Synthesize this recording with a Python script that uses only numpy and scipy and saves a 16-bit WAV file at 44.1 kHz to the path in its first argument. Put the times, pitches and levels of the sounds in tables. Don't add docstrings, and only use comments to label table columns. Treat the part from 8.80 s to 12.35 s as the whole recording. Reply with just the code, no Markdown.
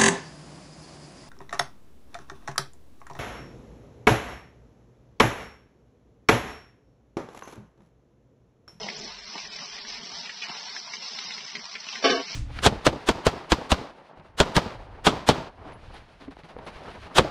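import sys
import numpy as np
from scipy import signal
from scipy.fft import rfft, irfft
from scipy.io import wavfile
from scipy.ndimage import uniform_filter1d

SR = 44100
rng = np.random.default_rng(int(sys.argv[2]) if len(sys.argv) > 2 else 0)


def transcribe(signal):
    frames = np.atleast_2d(signal).T
    limited = np.clip(frames, -1, 1)
    pcm = np.round(limited * 32767).astype(np.int16)
    wavfile.write(sys.argv[1], SR, pcm)


def decibels_to_gain(level_db):
    exponent = np.asarray(level_db, float) / 20
    return 10 ** exponent


N = 156555
WIDE_TOP_HZ = 6400


def colour(x, table):
    hz, db = np.array(table, float).T
    f = np.maximum(np.fft.rfftfreq(len(x), 1 / SR), 1)
    gain_db = np.interp(np.log(f), np.log(hz), db)
    y = irfft(rfft(x) * decibels_to_gain(gain_db), len(x))
    return y / y.std()


def ring(x, hz, width_hz):
    return signal.lfilter(*signal.iirpeak(hz, hz / width_hz, SR), x)


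def walk(rate_hz):
    k = int(SR / rate_hz)
    steps = np.repeat(rng.standard_normal(N // k + 1), k)
    return 1.3 * uniform_filter1d(uniform_filter1d(steps, k), k)[:N]


def add(out, start_s, sound):
    i = max(int(start_s * SR), 0)
    out[i:i + len(sound)] += sound[:N - i]


def fizz():
    # time_s, level_db
    vigour = [(0, -38), (.1, -40.5), (.3, -39), (.52, -41), (.6, -38.5), (.8, -39), (.9, -41.5),
              (1.1, -38.5), (1.3, -38.5), (1.5, -38.5), (1.6, -39.5), (1.72, -35.5), (1.85, -39),
              (2.3, -39.5), (2.55, -38.5), (2.85, -40), (3.2, -39.5), (3.55, -37)]
    # hz, density_db
    spectrum = [(300, -47.5), (600, -12.5), (900, -7), (1390, -11), (2040, -7), (3600, -5.5), (5200, -1.5),
                (6400, -6.5), (8300, -42)]
    # mode_hz, width_hz, level_db
    lid_modes = [(956, 340, -6.5), (1209, 130, -14), (2120, 130, -5), (2350, 92, -10.5), (3480, 92, -18),
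                 (4404, 50, -2.5), (5216, 230, 5), (5950, 180, 0)]
    bubbles_per_s, bubble_spread_db = 7000, 1.2
    lid_db, surge_db, flicker_db = -9, 1.4, 2.4

    t = np.arange(N) / SR
    u = rng.random((2, N))
    sizes = decibels_to_gain(-bubble_spread_db * np.log(u[1] + 0.005))
    clicks = (u[0] < bubbles_per_s / SR) * sizes * rng.standard_normal(N)
    broad = colour(clicks + 0.18 * rng.standard_normal(N), spectrum)
    lid = sum(decibels_to_gain(db) * ring(clicks, hz, width_hz) for hz, width_hz, db in lid_modes)
    mix = broad + decibels_to_gain(lid_db) * lid / lid.std()

    surge = walk(14)
    out = np.zeros(N)
    for hz in 350 * 2 ** np.arange(0, 4.4, .5):
        out += ring(mix, hz, 0.41 * hz) * decibels_to_gain(surge_db * surge + flicker_db * walk(24))
    return out / out.std() * decibels_to_gain(np.interp(t, *np.array(vigour).T))


def bursts(table, width, crack_db, crack_s, rise_s):
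    out = np.zeros(N)
    t = np.arange(SR // 4) / SR
    noise = rng.standard_normal((len(table), 2, len(t)))
    for (start_s, peak_db, hz, t60_s), (puff, snap) in zip(table, noise):
        first_half_cycle = t < 1 / hz / 2
        body = ring(puff + 3 * first_half_cycle, hz, width * hz)
        crack = ring(snap + 1.5 * first_half_cycle, 1.25 * hz, .8 * hz)
        crack = ring(crack, 1.25 * hz, .8 * hz)
        crack = decibels_to_gain(crack_db) * crack / crack.std() * np.exp(-t / crack_s)
        envelope = (1 - np.exp(-t / rise_s)) * 1000 ** (-t / t60_s)
        sound = (body / body.std() + crack) * envelope
        add(out, start_s, decibels_to_gain(peak_db) * sound / np.abs(sound).max())
    return out


def pops():
    # start_s, peak_db, cavity_hz, t60_s
    strong = [(0.0159, -34, 3130, 0.053), (0.0318, -29.5, 2985, 0.14), (0.0862, -22, 2130, 0.097),
              (0.1516, -32, 3390, 0.073), (0.6519, -29.5, 1840, 0.061), (0.7886, -29.5, 1975, 0.08),
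              (0.9827, -32, 2064, 0.089), (1.4576, -24, 2590, 0.062), (1.494, -25, 1964, 0.085),
              (1.6215, -21, 2550, 0.19), (1.6931, -27.5, 2870, 0.11), (1.7509, -30, 2070, 0.083),
              (1.9644, -24.5, 1873, 0.06), (2.1365, -20.5, 2060, 0.077), (2.1675, -28, 2970, 0.072),
              (2.388, -22.5, 2150, 0.045), (2.5067, -23.5, 2120, 0.057), (2.5805, -29, 2190, 0.052),
              (2.7531, -21.5, 2120, 0.16), (2.9535, -21.5, 2120, 0.085), (3.0669, -30, 2900, 0.13),
              (3.0874, -25, 2740, 0.089), (3.1283, -25, 3250, 0.093), (3.1557, -22.5, 1860, 0.2)]
    # start_s, peak_db, cavity_hz, t60_s
    weak = [(0.58, -30, 2350, 0.2), (1.4735, -28, 2500, 0.053), (1.6402, -24, 1890, 0.11),
            (3.483, -28, 2170, 0.13), (3.5333, -30, 2990, 0.091), (0.2125, -32, 3840, 0.042),
            (0.5408, -35, 2820, 0.12), (1.05, -32, 1810, 0.088), (1.2301, -31.5, 3310, 0.16),
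            (1.3448, -34, 3175, 0.11), (1.4361, -32.5, 3200, 0.069), (1.496, -25.5, 2710, 0.055),
            (1.77, -29.5, 2880, 0.051), (2.389, -25, 2786, 0.051), (2.4344, -31, 3280, 0.079),
            (2.517, -27, 3730, .08), (2.6058, -32.5, 2920, 0.08), (2.7002, -34.5, 2090, .08),
            (2.76, -30, 4160, 0.067), (3.089, -32.5, 3940, 0.033), (3.547, -24, 2330, .1)]
    return bursts(strong + weak, .14, 2.2, 0.006, 0.0005)


def spits():
    # start_s, peak_db, cavity_hz, t60_s
    droplets = [(.0987, -25, 5040, 0.077), (0.165, -25.5, 4900, 0.05), (0.2428, -33, 5360, 0.14),
                (0.7582, -25.5, 5200, 0.036), (.8001, -33, 5440, 0.076), (.819, -32, 4500, .02),
                (1.0859, -29.5, 5400, 0.057), (1.3887, -34, 5300, 0.037), (1.5763, -33.5, 4600, 0.055),
                (1.6385, -30.5, 5300, 0.062), (1.7005, -26, 5200, 0.1), (1.8731, -31, 5730, 0.045),
                (2.0614, -33, 5170, 0.035), (2.141, -28, 5300, 0.074), (2.3252, -35, 5170, 0.05),
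                (2.3835, -25.5, 5140, 0.062), (2.5377, -22.5, 4850, 0.056), (2.7506, -24.5, 4900, 0.1),
                (2.8535, -23, 5370, 0.025), (2.8953, -28.5, 5170, .04), (3.0031, -25, 5290, .04)]
    return bursts(droplets, 0.27, 2.0, 0.0044, 0.00054)


def knocks():
    # start_s, peak_db, body_hz, t60_s
    hits = [
        (0.037, -31, 678, 0.28),
        (0.064, -29.5, 721, 0.34),
        (0.554, -26.5, 900, 0.15),
        (0.821, -33, 802, 0.14),
        (1.317, -42, 827, 0.36),
        (1.696, -28.5, 802, 0.2),
        (1.759, -37.5, 880, 0.25),
        (3.067, -36.5, 886, 0.27),
    ]
    thumps = [(start_s, db - 7.5, 220, t60_s) for start_s, db, hz, t60_s in hits]
    return bursts(hits, .4, -1.7, 0.011, .002) + bursts(thumps, 0.45, -5, 0.025, 0.0034)


def clatter():
    # start_s, peak_db, contact_s, brightness_db
    blows = [(3.224, -28, 0.0018, 6.5), (3.239, -12, 0.0019, 0.5), (3.244, -8.5, 0.0023, 0.5),
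             (3.2505, -17, 0.0028, 5), (3.272, -19, .002, -1.5), (3.284, -22.5, .002, -3),
             (3.296, -12, 0.0015, 2), (3.309, -14.5, 0.002, -2), (3.327, -17, 0.0027, -6),
             (3.346, -20.5, .003, 1), (3.368, -23, 0.0027, -3), (3.392, -24.5, .003, -2)]
    # mode_hz, level_db, t60_s
    low_modes = [(269.4, -2, 0.3), (398.6, 0, 0.14), (440, -6, 0.23), (462.5, -5.5, 0.27),
                 (502.6, -5.5, 0.2), (547, -10.5, 0.14), (688, -2.5, 0.45), (730, -10, 0.18),
                 (817, -14, 0.35), (940, -14, 0.3), (1120, -7.5, 0.41), (1479, -14.5, 0.3),
                 (1533, -12.5, 0.34), (1665, -13, 0.33)]
    # mode_hz, level_db, t60_s
    top_modes = [(1753, -12.5, .2), (2116, -17, .2), (2236, -14.5, 0.63), (2426, -7.5, 0.14),
                 (2687, -12, 0.33), (2914, -14.5, .2), (3023, -12, 0.41), (3447, -15, .3),
                 (4060, -14, 0.23), (4510, -16, 0.13), (4834, -11, .15), (5350, -19, .1),
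                 (5870, -19, 0.068)]
    # centre_hz, width_hz, level_db
    rattle_bands = [(514, 150, -4), (1150, 350, -2), (1628, 320, -1), (2208, 240, -3.5), (2850, 500, 0),
                    (3545, 370, -5), (4550, 400, -3), (5300, 900, -2)]
    rattle_db, rattle_t60_s, thud_db = .5, 0.15, -4
    wobble_rad, damped_at_s, damping_s = .45, 3.425, 0.0047

    out = np.zeros(N)
    t = np.arange(SR // 2) / SR
    pan = low_modes + top_modes
    chance = rng.standard_normal((len(blows), len(pan), 3))
    wobble = walk(90)
    for (start_s, peak_db, contact_s, bright_db), rows in zip(blows, chance):
        modes = np.zeros(len(t))
        for (hz, db, t60_s), (level, detune, turn) in zip(pan, rows):
            gain = decibels_to_gain(db + 2.1 * level + bright_db * np.log2(hz / 700) / 2)
            rocking = wobble_rad * np.roll(wobble, int(40 * hz))[:len(t)]
            phase = 2 * np.pi * hz * (1 + 0.0017 * detune) * t + 2 * turn + rocking
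            modes += gain * np.sin(phase) * 1000 ** (-t / t60_s) / 4
        noise = rng.standard_normal(len(t))
        rattle = np.zeros(len(t))
        for hz, width_hz, db in rattle_bands:
            gain = decibels_to_gain(db + bright_db * np.log2(hz / 700) / 2)
            rattle += gain * ring(ring(noise, hz, width_hz), hz, width_hz) * np.sqrt(300 / width_hz)
        thud = ring(noise, 330, 250)
        loose = decibels_to_gain(rattle_db) * rattle * 5 + decibels_to_gain(thud_db) * thud / thud.std()
        loose *= 1000 ** (-t / rattle_t60_s) / 3
        add(out, start_s, decibels_to_gain(peak_db) * (modes + loose) * (1 - np.exp(-t / contact_s)))
    late = (np.arange(N) / SR - damped_at_s) / damping_s
    return out / (1 + np.exp(np.clip(late, -50, 50)))


def handling():
    # start_s, length_s, level_db
    shifts = [
        (0.165, 0.33, -61),
        (0.614, 0.1, -63),
        (0.744, 0.035, -62.5),
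        (0.916, 0.056, -64),
        (1.011, 0.022, -54),
        (1.07, 0.14, -62),
        (1.326, 0.049, -64),
        (2.814, 0.045, -67),
        (3.247, 0.16, -60),
    ]
    out = np.zeros(N)
    spectrum = [(10, -9.5), (30, -1.5), (50, 5), (70, 0.5), (110, -41), (20000, -101.0)]  # hz, density_db
    rumble = colour(rng.standard_normal(N), spectrum)
    rumble /= np.sqrt(uniform_filter1d(rumble ** 2, SR // 25))
    for start_s, length_s, db in shifts:
        patch = signal.windows.tukey(int(length_s * SR), min(0.025 / length_s, 1))
        add(out, start_s, decibels_to_gain(db) * patch)
    return out * rumble


def kitchen():
    # hz, density_db
    spectrum = [(30, -21.5), (90, -28.5), (150, -10), (210, -2), (320, -18), (425, -5), (530, -19.5),
                (700, -11), (1000, -40)]
    level_db, early_db, early_s = -57.5, 4.5, 0.49
    t = np.arange(N) / SR
    drift_db = early_db * np.exp(-t / early_s) + 3.6 * walk(15)
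    return colour(rng.standard_normal(N), spectrum) * decibels_to_gain(level_db + drift_db)


def scene():
    oil = fizz() + pops() + spits()
    low_cut = signal.butter(4, 170, "high", fs=SR, output="sos")
    events = signal.sosfilt(low_cut, knocks() + clatter())
    return (oil + events + kitchen())[None]


def thin_spectrum(x):
    frame, frame_start = 941, 497
    top_hz, wide_share = 6000, .25
    step_db, step_scatter_db = 6, 3.5
    spread, dropout_sigma = .8, .95

    n = np.arange(2 * frame)
    k = np.arange(int(2 * WIDE_TOP_HZ * frame / SR))
    window = np.sin(np.pi * (n + .5) / (2 * frame))
    basis = window[:, None] * np.cos(np.pi / frame * np.outer(n + .5 + frame / 2, k + .5))
    lead = 2 * frame - frame_start
    x = np.pad(x, (lead, 3 * frame))
    c = np.lib.stride_tricks.sliding_window_view(x, 2 * frame)[::frame] @ basis

    widths = np.clip(1.09 ** np.arange(60), 4, 12)
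    edges = np.unique((np.cumsum(widths) // 4 * 4).astype(int))
    band = np.searchsorted(edges, k, side="right")
    power = np.array([np.mean(c[:, band == b] ** 2, axis=1) for b in range(band.max() + 1)]).T
    mask = power ** (1 - spread) * uniform_filter1d(power, size=5, axis=1) ** spread

    def scatter():
        return np.sqrt(2) * uniform_filter1d(rng.standard_normal(power.shape), size=2, axis=0)

    step = np.sqrt(mask) * decibels_to_gain(step_db + step_scatter_db * scatter())
    step = step[:, band] + 1e-9
    q = np.sign(c) * np.floor(np.abs(c / step) ** .75 + .4054) ** (4 / 3) * step

    weakness = np.log(mask / power)
    boost = np.log(power / np.median(power, axis=0)).clip(0)
    starved = scatter() + weakness - .6 * boost > dropout_sigma
    q *= ~starved[:, band]
    q *= (k < 2 * top_hz * frame / SR) | (rng.random((len(c), 1)) < wide_share)

    frames = q @ basis.T * 2 / frame
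    y = np.zeros(len(x))
    for i, piece in enumerate(frames):
        y[i * frame:(i + 2) * frame] += piece
    return y[lead:lead + N]


def residue(x):
    # hz, density_db
    spectrum = [(100, -7.5), (6000, 4), (8000, -2.5), (8600, -17.5), (9000, -42)]
    level_db, flicker_db = -31, 1.7
    treble = ring(x, 3900, 4000)
    follow = np.sqrt(uniform_filter1d(treble ** 2 + 0.12 * x ** 2, SR // 90) + 1e-10) ** 0.66
    hiss = colour(rng.standard_normal(N), spectrum)
    dips_db = 7.6 * np.clip(walk(30) - 1.1, 0, 1)
    return hiss * follow * decibels_to_gain(level_db + flicker_db * walk(60) - dips_db)


def squeak():
    start_s, length_s, level_db, ramp_s = 0.174, 0.027, -50, 0.0031
    from_middle_s = abs(np.arange(N) / SR - start_s - length_s / 2)
    gate = np.clip((length_s / 2 - from_middle_s) / ramp_s, 0, 1)
    band = signal.butter(6, (6400, 7400), "band", fs=SR, output="sos")
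    return signal.sosfilt(band, gate * decibels_to_gain(level_db) * 4 * rng.standard_normal(N))


def band_limit(x):
    return signal.sosfilt(signal.butter(12, 8820, fs=SR, output="sos"), x)


def record(dry):
    shaping, ceiling = .8, .55
    quick = uniform_filter1d(uniform_filter1d(dry[0] ** 2, size=200), size=200)
    quick = quick ** (shaping / 2) + 1e-9
    x = thin_spectrum(dry[0] / quick) * quick
    x = ceiling * np.tanh(x / ceiling)
    x = signal.sosfilt(signal.butter(10, 0.96 * WIDE_TOP_HZ, fs=SR, output="sos"), x)
    mix = x + residue(x) + handling() + squeak()
    return band_limit(mix[None])


dry = scene()
out = record(dry)
transcribe(out)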